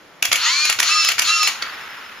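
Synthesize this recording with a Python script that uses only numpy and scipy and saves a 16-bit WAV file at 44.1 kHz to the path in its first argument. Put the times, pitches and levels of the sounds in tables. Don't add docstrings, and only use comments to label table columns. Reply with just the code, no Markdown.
import sys
import numpy as np
from scipy import signal
from scipy.fft import rfft, irfft
from scipy.io import wavfile
from scipy.ndimage import uniform_filter1d

SR = 44100
rng = np.random.default_rng(int(sys.argv[2]) if len(sys.argv) > 2 else 0)


def int16_out(signal):
    q = np.round(np.clip(np.atleast_2d(signal).T, -1, 1) * 32767)
    wavfile.write(sys.argv[1], SR, q.astype(np.int16))


N = 97020
T = np.arange(N) / SR
FFT_SIZE = 2 ** 17
FREQS = np.arange(FFT_SIZE // 2 + 1) * SR / FFT_SIZE

# (frequency [Hz], side minus mid [dB])
WIDTH = [(1200, -8), (6000, -2.5)]
# (frequency [Hz], gain [dB])
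FLOOR_EQ = [(40, -13), (300, -0.5), (1700, -2), (15000, -25.5)]
ROOM_EQ = [(500, 5.5), (9000, 1)]
# (frequency [Hz], half width [Hz], gain [dB])
NOTCHES = [(7900, 350, -22), (8833, 470, -25), (11690, 370, -17.5)]

# (start [s], settled pitch [Hz], fall [Hz], pulse rate [1/s], level [dB])
HIGH_WHINE = [(1.69, 5140, 170, 13, -43)]
# (time [s], level [dB])
COAST_LEVEL = [(1.45, -36), (1.64, -31.5), (1.8, -33), (2.2, -39)]
# (frequency [Hz], gain [dB])
COAST_EQ = [(150, -20), (700, -10.5), (1350, 2), (2800, -4.5), (8000, -23.5), (15000, -24)]

# (time [s], mesh rate [Hz], low gear [dB], mesh [dB], octave [dB])
WINDS = [
    [(.455, 1795, -48, -21, -52), (.478, 1997, -34.5, -24.5, -33), (.524, 2256, -32.5, -27.5, -22),
     (.595, 2398, -42, -24.5, -35), (.64, 2419, -59, -20.5, -30), (.7, 2466, -50, -37, -39)],
    [(.87, 2451, -36, -44, -51), (.92, 2654, -26, -16.5, -23), (.96, 2684, -22.5, -29, -25),
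     (1.0, 2660, -30.5, -17.5, -20), (1.035, 2635, -36, -26.5, -21.5), (1.08, 2601, -41, -30, -21)],
    [(1.265, 2581, -37, -26, -36), (1.31, 2741, -21, -23.5, -29), (1.34, 2730, -31, -13.5, -27.5),
     (1.392, 2712, -26, -31.5, -28), (1.415, 2669, -20, -24.5, -22), (1.447, 2660, -30, -23, -21.5),
     (1.468, 2625, -32, -26, -25)],
]
# (low gear [dB], mesh [dB], octave [dB])
TONE_PANS = [1.5, -4.5, -3.5]
# (pitch [x shaft rate], first wind [dB], later winds [dB])
SIDE_TONES = [(12, -41, -37), (14.5, -31.5, -41)]
PINION_TEETH, LOW_GEAR_RATIO = 8, .463
WHINE_JITTER, BUZZ_JITTER = 0.0029, .004
# (frequency [Hz], boost [dB], half width [Hz])
HOUSING_PEAKS = [(3980, 7.5, 20), (4322, 11, 88), (6700, 6, 72)]
# (start [s], stop [s], rattle level [dB])
LOADS = [(0.357, 0.677, -20), (0.819, 1.091, -21), (1.219, 1.479, -22)]
STRAIN_DELAYS = [0.11, 0.067, 0.061]
# (frequency [Hz], gain [dB])
RATTLE_EQ = [(100, -37), (700, -16), (1300, 6), (1700, 1.5), (2950, 4.5), (4800, 4.5), (5950, 3), (7000, 4),
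             (15000, -20)]
# (time [s], half length [s], level [dB])
SQUEALS = [(.492, 0.04, -26), (.895, .02, -33), (1.3, .02, -21.5)]

# (time [s], level [dB], decay [s])
RELEASE_SNAPS = [(.227, -4, 0.0015), (.699, -7.5, 0.0037), (1.088, -9, 0.0057), (1.474, -12.5, 0.011)]
MIRROR_KNOCKS = [(.3175, -11.5, 0.0048), (.6955, -16, 0.011), (.7895, -15, 0.0045), (1.1, -20.5, 0.011),
                 (1.1825, -16, 0.0035)]
SHUTTER_SLAPS = [(.3308, -6, 0.0016), (.8035, -6.5, 0.0015), (1.196, -5.5, 0.0013)]
LEVER_TAPS = [(0.2549, -9, 0.0028), (0.3582, -14.5, 0.0072), (0.728, -13, 0.0022), (0.83, -13, 0.0074),
              (1.12, -14, 0.0024), (1.221, -13, 0.0061)]
PAWL_TICKS = [(.6535, -12, 0.0046), (1.0485, -11, 0.0025), (1.4322, -9.5, 0.0018)]
LATCH_CLICK = [(1.6245, -17.5, 0.005)]
# (frequency [Hz], gain [dB])
SNAP_EQ = [(100, -36.5), (700, -9), (1600, -3), (2650, 6.5), (4000, -4), (7000, 0), (15000, -12)]
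KNOCK_EQ = [(100, -37), (800, -9), (1500, 0), (2300, 3.5), (6000, -3.5), (15000, -28)]
SHUTTER_EQ = [(60, -24.5), (450, -12), (2200, 7), (3600, 2.5), (6000, 4.5), (9000, 3), (15000, -10)]
# (frequency [Hz], level against the hit [dB], T60 [s])
MIRROR_MODES = [(1450, 0, 0.018)]
LATCH_MODES = [(1406, -8, 0.072), (4560, -3, 0.064)]


def from_db(db):
    return 10 ** (np.asarray(db) / 20)


def rms_one(x):
    return x / np.sqrt(np.mean(x ** 2) + 1e-20)


def automation(rows):
    times, *columns = np.transpose(rows)
    return [np.interp(T, times, column) for column in columns]


def eq_curve(points):
    hz, db = np.transpose(points)
    return from_db(np.interp(np.log(FREQS + 1), np.log(hz), db))


def apply_eq(x, gain):
    cepstrum = irfft(np.log(gain + 1e-9))
    cepstrum[1:FFT_SIZE // 2] *= 2
    cepstrum[FFT_SIZE // 2 + 1:] = 0
    return irfft(rfft(x, FFT_SIZE) * np.exp(rfft(cepstrum)), FFT_SIZE)[..., :N]


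def high_pass(x, edge_hz):
    return signal.sosfilt(signal.butter(1, edge_hz, "high", fs=SR, output="sos"), x)


def drift(rate_hz):
    pole = np.exp(-2 * np.pi * rate_hz / SR)
    return rms_one(signal.lfilter([1], [1, -2 * pole, pole * pole], rng.standard_normal(N + SR))[SR:])


def stereo_noise():
    mid, side = rng.standard_normal((2, N))
    width = eq_curve(WIDTH)
    total = np.sqrt(1 + width ** 2)
    return apply_eq(mid, 1 / total) + apply_eq(side, width / total) * [[1], [-1]]


def noise_floor(db=-46.5):
    return from_db(db) * rms_one(apply_eq(stereo_noise(), eq_curve(FLOOR_EQ)))


def room(send, t60_s=0.3, predelay_s=0.006):
    tail = stereo_noise() * from_db(-60 * T / t60_s) * (T > predelay_s)
    tail = apply_eq(rms_one(tail) / np.sqrt(N), eq_curve(ROOM_EQ))
    return signal.fftconvolve(send.mean(axis=0)[None], tail, axes=1)[:, :N]


def ring(start, hz, db, t60_s):
    age = np.maximum(T - start, 0)
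    return from_db(db - 60 * age / t60_s) * np.sin(2 * np.pi * hz * age)


def table_boom(lag_s=0.033, below_tap_db=32.5):
    return sum(ring(time + lag_s, hz=106, db=db - below_tap_db, t60_s=0.15) for time, db, _ in LEVER_TAPS)


def high_whine(unevenness=.22, fade_db_per_s=6):
    out = 0
    for start, hz, fall_hz, pulse_rate, db in HIGH_WHINE:
        cycle = np.cumsum((T > start) * pulse_rate * (1 + unevenness * drift(4.2))) / SR % 1
        phase = 2 * np.pi * np.cumsum(hz + fall_hz * (1 - cycle) ** 2) / SR
        swell = np.sin(np.pi * cycle ** 2)
        out += from_db(db - fade_db_per_s * (T - start)) * swell * np.sin(phase)
    return out


def coast():
    grains = rms_one(stereo_noise() * from_db(1.2 * drift(250)))
    fade = from_db(automation(COAST_LEVEL)[0]) * (T > COAST_LEVEL[0][0])
    return apply_eq(grains * fade, rms_one(eq_curve(COAST_EQ)))


def housing():
    return from_db(sum(db / (1 + ((FREQS - hz) / width) ** 2) for hz, db, width in HOUSING_PEAKS))


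def running_hz():
    return automation([row for rows in WINDS for row in rows])[0]


def mesh_phase(jitter, spin_up_power=.6):
    hz = running_hz()
    for (start, _, _), rows in zip(LOADS, WINDS):
        climb = np.clip((T - start) / (rows[0][0] - start), 0, 1) ** spin_up_power
        hz = hz * np.where(T > start, climb, 1)
    return 2 * np.pi * np.cumsum(hz * (1 + jitter * drift(104.5))) / SR


def gear_tone(phase, db, pan_db, flutter_db=0.8):
    gain = from_db(db + flutter_db * drift(34) + np.array([[pan_db / 2], [-pan_db / 2]]))
    return np.sqrt(2) * gain * np.sin(phase)


def gear_squeal(upper_db=-9.5, flutter_db=3.5):
    phase = mesh_phase(BUZZ_JITTER)
    strain = sum(from_db(db) * np.exp(-((T - time) / width) ** 2) for time, width, db in SQUEALS)
    tones = sum(gear_tone((harmonic + LOW_GEAR_RATIO) * phase, db + flutter_db * drift(90), pan_db=0.5)
                for harmonic, db in ((1, 0), (2, upper_db)))
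    return strain * tones


def gear_whine(fade_s=0.0079, side_trim_db=-3.5, side_onset_hz=2090):
    tones, sides = 0, 0
    phase = mesh_phase(WHINE_JITTER)
    for wind, rows in enumerate(WINDS):
        hz, *levels = automation(rows)
        start, end = rows[0][0], rows[-1][0]
        gate = np.clip((T - start) / fade_s, 0, 1) * np.clip(1 + (end - T) / fade_s, 0, 1)
        for ratio, db, pan_db in zip((LOW_GEAR_RATIO, 1, 2), levels, TONE_PANS):
            tones += gate * gear_tone(ratio * phase, db, pan_db)
        effort_db = side_trim_db - 20 * np.log10(1 + (side_onset_hz / hz) ** 20)
        for multiple, first_db, later_db in SIDE_TONES:
            db = (first_db if wind == 0 else later_db) + effort_db
            sides += gate * gear_tone(multiple / PINION_TEETH * phase, db, pan_db=11.5)
    return tones + apply_eq(sides, housing())


def tooth_buzz(shaft, flutter_db=2.5):
    return rms_one(sum(from_db(flutter_db * drift(31)) * np.sin(k * shaft + rng.uniform(0, 2 * np.pi))
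                       for k in range(PINION_TEETH // 2, 32) if k % PINION_TEETH))


def rattle_envelope(attack_s=0.027, release_s=0.047, strain_db=5, strain_width_s=0.039):
    envelope = 0
    for (start, stop, db), delay in zip(LOADS, STRAIN_DELAYS):
        swell_db = strain_db * np.exp(-((T - start - delay) / strain_width_s) ** 2)
        attack = 1 - np.exp(-np.maximum(T - start, 0) / attack_s)
        release = np.exp(-np.maximum(T - stop, 0) / release_s)
        envelope += from_db(db + swell_db) * attack * release
    return envelope


def gear_rattle(pulse_depth=0.14, buzz_db=1, bright_db_per_octave=9, treble_pan_db=6.5):
    hz = running_hz()
    shaft = mesh_phase(BUZZ_JITTER) / PINION_TEETH
    body = eq_curve(RATTLE_EQ) * housing()
    clatter = rms_one(apply_eq(stereo_noise() * (1 + pulse_depth * np.cos(shaft)), body))
    buzz = rms_one(apply_eq(tooth_buzz(shaft), body))
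    teeth = rms_one(clatter + from_db(buzz_db) * buzz)
    shelf_db = bright_db_per_octave * np.log2(hz / np.median(hz))
    shelf = from_db(shelf_db + treble_pan_db * np.array([[.5], [-.5]]))
    teeth += high_pass(teeth, edge_hz=4500) * (shelf - 1)
    return teeth * rattle_envelope()


def clacks(contacts, eq, rise_s, modes=(), shiver_db=-16.5, shiver_s=0.013):
    noise = stereo_noise()
    noise /= np.sqrt(uniform_filter1d(np.mean(noise ** 2, axis=0), size=24))
    force = sum(from_db(db + share_db) * np.exp(-np.maximum((time - T) / rise_s, (T - time) / fall_s))
                for time, db, decay_s in contacts
                for share_db, fall_s in ((0, decay_s), (shiver_db, shiver_s)))
    rings = sum(ring(time - rise_s / 2, hz, db + mode_db, t60_s)
                for time, db, _ in contacts for hz, mode_db, t60_s in modes)
    return apply_eq(noise * force, rms_one(eq_curve(eq))) + rings


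def camera_action():
    light = (clacks(RELEASE_SNAPS, SNAP_EQ, rise_s=0.0009)
             + clacks(MIRROR_KNOCKS, KNOCK_EQ, rise_s=0.0014, modes=MIRROR_MODES)
             + clacks(LEVER_TAPS, SNAP_EQ, rise_s=0.0028)
             + clacks(PAWL_TICKS, SNAP_EQ, rise_s=0.00098)
             + clacks(LATCH_CLICK, KNOCK_EQ, rise_s=0.00249, modes=LATCH_MODES))
    return clacks(SHUTTER_SLAPS, SHUTTER_EQ, rise_s=0.0039) + high_pass(light, edge_hz=160)


def scene():
    hits = camera_action()
    rattle = gear_rattle()
    tones = gear_whine() + gear_squeal()
    reverb = room(from_db(-6.5) * hits + from_db(-13.5) * rattle + from_db(-12) * tones)
    return noise_floor() + reverb + table_boom() + coast() + high_whine() + tones + rattle + hits


def record(dry, cutoff_hz=16000):
    lag = np.exp(-1j * np.pi * FREQS / SR * np.array([[0], [1]]))
    spaced = irfft(rfft(dry, FFT_SIZE) * lag, FFT_SIZE)[:, :N]
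    notches_db = sum(db * np.exp(-((FREQS - hz) / width) ** 2) for hz, width, db in NOTCHES)
    clipped = np.clip(apply_eq(spaced, from_db(notches_db)), -1, 1)
    return signal.sosfilt(signal.cheby2(16, 80, cutoff_hz, fs=SR, output="sos"), clipped)


dry = scene()
out = record(dry)
int16_out(out)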